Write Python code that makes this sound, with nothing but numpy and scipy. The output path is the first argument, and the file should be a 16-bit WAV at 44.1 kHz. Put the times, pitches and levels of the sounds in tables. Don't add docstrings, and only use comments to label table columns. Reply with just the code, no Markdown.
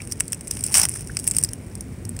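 import sys
import numpy as np
from scipy import signal
from scipy.fft import rfft, irfft, next_fast_len
from scipy.io import wavfile
from scipy.ndimage import map_coordinates

SR = 44100
rng = np.random.default_rng(int(sys.argv[2]) if len(sys.argv) > 2 else 0)


def dump(signal):
    limited = np.clip(np.atleast_2d(signal).T, -1, 1)
    pcm = np.round(limited * 32767).astype(np.int16)
    wavfile.write(sys.argv[1], SR, pcm)


N = 97020

SCATTER_DB, SCATTER_DECAY_S = -20, 0.011


def undb(db):
    return 10 ** (np.asarray(db) / 20)


def unit(x):
    return x / np.sqrt(np.mean(x ** 2) + 1e-18)


def curve(rows):
    time_s, level_db = np.array(rows).T
    return undb(np.interp(np.arange(N) / SR, time_s, level_db))


def walk(hz):
    steps = rng.standard_normal(N // 10)
    return np.sqrt(2) * np.interp(np.arange(N) * hz / SR, np.arange(len(steps)), steps)


def colour(x, points):
    size = 2 * next_fast_len(len(x))
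    freq_hz, level_db = np.array(points).T
    bins_hz = np.arange(size // 2 + 1) * SR / size
    log_gain = np.log(undb(np.interp(np.log(bins_hz + 1), np.log(freq_hz), level_db)))
    cepstrum = irfft(log_gain)
    cepstrum[1:size // 2] *= 2
    cepstrum[size // 2 + 1:] = 0
    response = np.exp(rfft(cepstrum))
    return irfft(rfft(x, size) * response)[:len(x)]


def ringing(envelope, ring, flicker_db=0):
    flicker = undb(flicker_db * walk(hz=255))
    return unit(colour(envelope * flicker * rng.standard_normal(N), ring))


def grains(per_s, spread_db, decay_s):
    sizes = undb(spread_db * np.minimum(rng.exponential(size=N), 3))
    ticks = (rng.random(N) < per_s / SR) * sizes
    t = np.arange(SR // 20) / SR
    shape = np.hypot(np.exp(-t / decay_s), undb(SCATTER_DB) * np.exp(-t / SCATTER_DECAY_S))
    energy = signal.fftconvolve(ticks ** 2, shape ** 2)[:N]
    return np.sqrt(np.abs(energy))


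# (relative, per Hz)
SURF_SPECTRUM = [(22, -24), (37, -16.5), (50, 0), (70, -1.5), (110, 2.5), (160, -3), (250, -6),
                 (400, -13.5), (700, -24), (1200, -31.5), (2300, -30), (3700, -47), (8000, -61)]
# (relative, per Hz)
HISS_SPECTRUM = [(2000, -12), (4000, -9.5), (5500, -9), (7000, -7.5), (8500, -1.5), (11500, -18),
                 (16000, -8.5)]
SURF_DB, HISS_DB = -35, -55.5
SURF_SWELL_DB_PER_S = 2.2
SURF_ROLL_DB, SURF_ROLL_HZ = 1.1, 7.19


def surf():
    t = (np.arange(N) - N / 2) / SR
    wash = ringing(1, SURF_SPECTRUM)
    bass = signal.sosfiltfilt(signal.butter(2, 250, fs=SR, output="sos"), wash)
    roll = undb(SURF_SWELL_DB_PER_S * t + SURF_ROLL_DB * walk(SURF_ROLL_HZ))
    rumble = wash - bass + bass * roll
    return undb(SURF_DB) * rumble + undb(HISS_DB) * ringing(1, HISS_SPECTRUM)


# start_s, pitch_hz (at the start), peak_db
BUBBLE_EVENTS = [(.002, 2290, -31), (.956, 1634, -34), (1.096, 1580, -30)]
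BUBBLE_DECAY_S = 0.002
BUBBLE_RISE_PER_S = 8.9
BUBBLE_ROUGH_RAD = 0.81


def bubbles():
    out = np.zeros(N)
    wobble = BUBBLE_ROUGH_RAD * walk(hz=894)
    for start_s, pitch_hz, peak_db in BUBBLE_EVENTS:
        t = np.maximum(np.arange(N) / SR - start_s, 0)
        envelope = np.e * t / BUBBLE_DECAY_S * np.exp(-t / BUBBLE_DECAY_S)
        cycles = pitch_hz * t * (1 + BUBBLE_RISE_PER_S * t / 2)
        out += undb(peak_db) * envelope * np.sin(2 * np.pi * cycles + wobble)
    return out


# freq_hz, level_db (relative)
BRIGHT_RING = [(3500, -39.5), (6500, -21), (7500, -9.5), (8400, 5), (9300, 1.5), (10300, -6.5),
               (11700, -19.5), (15500, -19.5)]
LOWER_RING = [(2500, -25), (4100, -16.5), (4700, -8), (5100, 0), (5600, 3), (6300, -4), (7200, -9),
              (10000, -14.5)]
HOLLOW_BODY = [(200, -36), (600, -12.5), (1100, -8.5), (1500, -5.5), (2100, 0), (2800, 0.5), (3700, -13),
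               (6000, -26)]
# time_s, level_db
CRACKLE_LEVEL = [(0, -45.5), (.42, -52.5), (.54, -38), (.66, -36.5), (.72, -28), (.87, -40.5), (.98, -34.5),
                 (1.06, -50), (1.2, -39), (1.36, -37.5), (1.45, -43), (1.55, -54), (2.2, -58)]
CRACKLE_PER_S, CRACKLE_SPREAD_DB = 750, 5
CRACKLE_LOWER_DB, CRACKLE_BODY_DB = -7.5, -15.5
CRACKLE_PITCH = 1.019


def crackle():
    ticks = grains(CRACKLE_PER_S, CRACKLE_SPREAD_DB, decay_s=0.00052)
    small_bright = [(hz * CRACKLE_PITCH, db) for hz, db in BRIGHT_RING]
    parts = ((0, small_bright), (CRACKLE_LOWER_DB, LOWER_RING), (CRACKLE_BODY_DB, HOLLOW_BODY))
    grit = sum(undb(db) * ringing(ticks, ring, flicker_db=1.5) for db, ring in parts)
    return grit * curve(CRACKLE_LEVEL)


# time_s, level_db
CRUNCH_LEVEL = [(.738, -54), (.745, -20), (.76, -16), (.8, -21.5), (.825, -31), (.84, -19.5), (.856, -49),
                (.868, -50)]
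# freq_hz, level_db (relative)
GRIND_SPECTRUM = [(300, -22), (600, -2.5), (900, 1.5), (1600, -3), (4000, -11.5), (14000, -14)]
# freq_hz, level_db (relative)
RUB_SPECTRUM = [(300, -21), (850, -2), (2500, -29), (6000, -30)]
CRUNCH_PER_S = 1800
CRUNCH_SPREAD_DB = -0.5
CRUNCH_LOWER_DB, CRUNCH_BODY_DB = -3.5, -12
GRIND_DB = -12.5
GRIND_FOLLOWS = 0.53
RUB_CENTRE_S, RUB_SPREAD_S, RUB_DB = 0.71, 0.014, -43


def crunch():
    ticks = grains(CRUNCH_PER_S, CRUNCH_SPREAD_DB, decay_s=0.00063)
    t = np.arange(N) / SR
    level = curve(CRUNCH_LEVEL) * (t > CRUNCH_LEVEL[0][0]) * (t < CRUNCH_LEVEL[-1][0])
    parts = ((0, BRIGHT_RING), (CRUNCH_LOWER_DB, LOWER_RING), (CRUNCH_BODY_DB, HOLLOW_BODY))
    fractures = level * sum(undb(db) * ringing(ticks, ring, flicker_db=2.0) for db, ring in parts)
    loudest = level.max()
    grind_level = undb(GRIND_DB) * loudest * (level / loudest) ** GRIND_FOLLOWS
    grind = grind_level * ringing(ticks, GRIND_SPECTRUM)
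    rub_level = undb(RUB_DB) * np.exp(-((t - RUB_CENTRE_S) / RUB_SPREAD_S) ** 2 / 2)
    rub = rub_level * ringing(ticks, RUB_SPECTRUM)
    return rub + fractures + grind


SNAP_ATTACK_S, SNAP_LONGEST_HOLD_S, SNAP_DECAY_S = 0.00043, 0.0022, 0.0016


def snap_shape(hold_s):
    t = np.arange(SR // 10) / SR
    attack = np.minimum(t / SNAP_ATTACK_S, 1)
    crack = np.exp(-np.maximum(t - SNAP_ATTACK_S - hold_s, 0) / SNAP_DECAY_S)
    tail = undb(SCATTER_DB) * np.exp(-t / SCATTER_DECAY_S)
    return attack * np.hypot(crack, tail)


# start_s, bright_ring_db, lower_ring_db, hollow_body_db
SNAP_EVENTS = [(0.018, -34.5, -41.5, -43), (0.073, -34, -45, -50.5), (0.1127, -34, -36.5, -58),
               (0.1205, -24.5, -23.5, -45), (0.13, -32.5, -49, -57), (0.2, -24.5, -40, -49),
               (0.2049, -15, -25, -25.5), (0.2799, -30, -39.5, -69), (0.3215, -21.5, -36, -46),
               (0.3298, -22.5, -26, -34), (0.3455, -32, -44, -49), (0.409, -33, -41.5, -50),
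               (0.472, -34.5, -39, -46), (0.479, -28, -51, -60), (0.5098, -20.5, -22.5, -41),
               (0.5695, -31, -39, -39.5), (0.608, -28, -41, -51), (0.6382, -17, -30.5, -48),
               (0.6548, -33, -56, -54), (0.6648, -21, -37, -51), (0.7245, -32, -34, -60),
               (0.7413, -13.5, -14.5, -24.5), (0.7515, -17.5, -20, -24), (.77, -12.5, -28, -40),
               (0.7812, -10, -34, -43), (0.7974, -11, -36, -35), (0.8147, -16, -18.5, -64),
               (0.8187, -36, -27, -44), (0.8317, -17, -19, -31.5), (0.8521, -16.5, -22, -28),
               (0.8868, -24, -37, -40), (0.893, -20.5, -50, -56), (0.915, -32, -66, -48),
               (0.9527, -30.5, -51, -53), (1.0075, -31, -40.5, -50), (1.0724, -34, -40.5, -53),
               (1.1686, -20.5, -23.5, -30.5), (1.19, -29, -33, -47), (1.197, -27, -36, -56),
               (1.241, -29.5, -37, -49), (1.2684, -29, -34, -45.5), (1.2756, -12, -26.5, -35.5),
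               (1.2852, -22, -52, -58), (1.2993, -31, -60, -64), (1.3111, -17.5, -31.5, -43.5),
               (1.3151, -26, -35, -44.5), (1.3477, -30, -35, -46), (1.366, -14, -27, -39),
               (1.3843, -13, -27, -37), (1.427, -27, -41, -46), (1.4368, -11.5, -22.5, -45),
               (1.4459, -23.5, -24.5, -43), (1.4883, -36.5, -34.5, -51), (1.5328, -26, -35.5, -44.5),
               (1.7528, -32, -40.5, -54), (1.8076, -29.5, -36.5, -52), (2.0511, -36, -38.5, -53.5),
               (2.0919, -27.5, -53, -61), (2.1649, -35.5, -44, -47), (2.1897, -34, -38, -41.5)]
SNAP_LEVEL_SPAN_S = 0.0055
SHELL_SIZE_SPREAD = 0.045
SNAP_RAGGED_DB, SNAP_RAGGED_HZ = 1, 800


def snaps():
    out = np.zeros(N + SR)
    for start_s, bright_db, lower_db, body_db in SNAP_EVENTS:
        hold_s = SNAP_LONGEST_HOLD_S * undb(min(lower_db - bright_db, 0))
        envelope = snap_shape(hold_s)
        shape = envelope * undb(SNAP_RAGGED_DB * walk(SNAP_RAGGED_HZ)[:len(envelope)])
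        pitch = np.exp(SHELL_SIZE_SPREAD * rng.standard_normal())
        start = max(int(start_s * SR), 0)
        for db, ring in ((bright_db, BRIGHT_RING), (lower_db, LOWER_RING), (body_db, HOLLOW_BODY)):
            shell = [(hz * pitch, gain_db) for hz, gain_db in ring]
            burst = colour(shape * rng.standard_normal(len(shape)), shell)
            to_level = np.sqrt(SNAP_LEVEL_SPAN_S * SR / np.sum(burst ** 2))
            out[start:start + len(shape)] += burst * undb(db) * to_level
    return out[:N]


def scene():
    return (surf() + bubbles() + crackle() + crunch() + snaps())[None]


def record(dry):
    rounded = dry / (1 + dry ** 6) ** (1 / 6)
    top_cut = signal.ellip(8, 0.2, 70, 15600, fs=SR, output="sos")
    return signal.sosfilt(top_cut, rounded)


dry = scene()
out = record(dry)
dump(out)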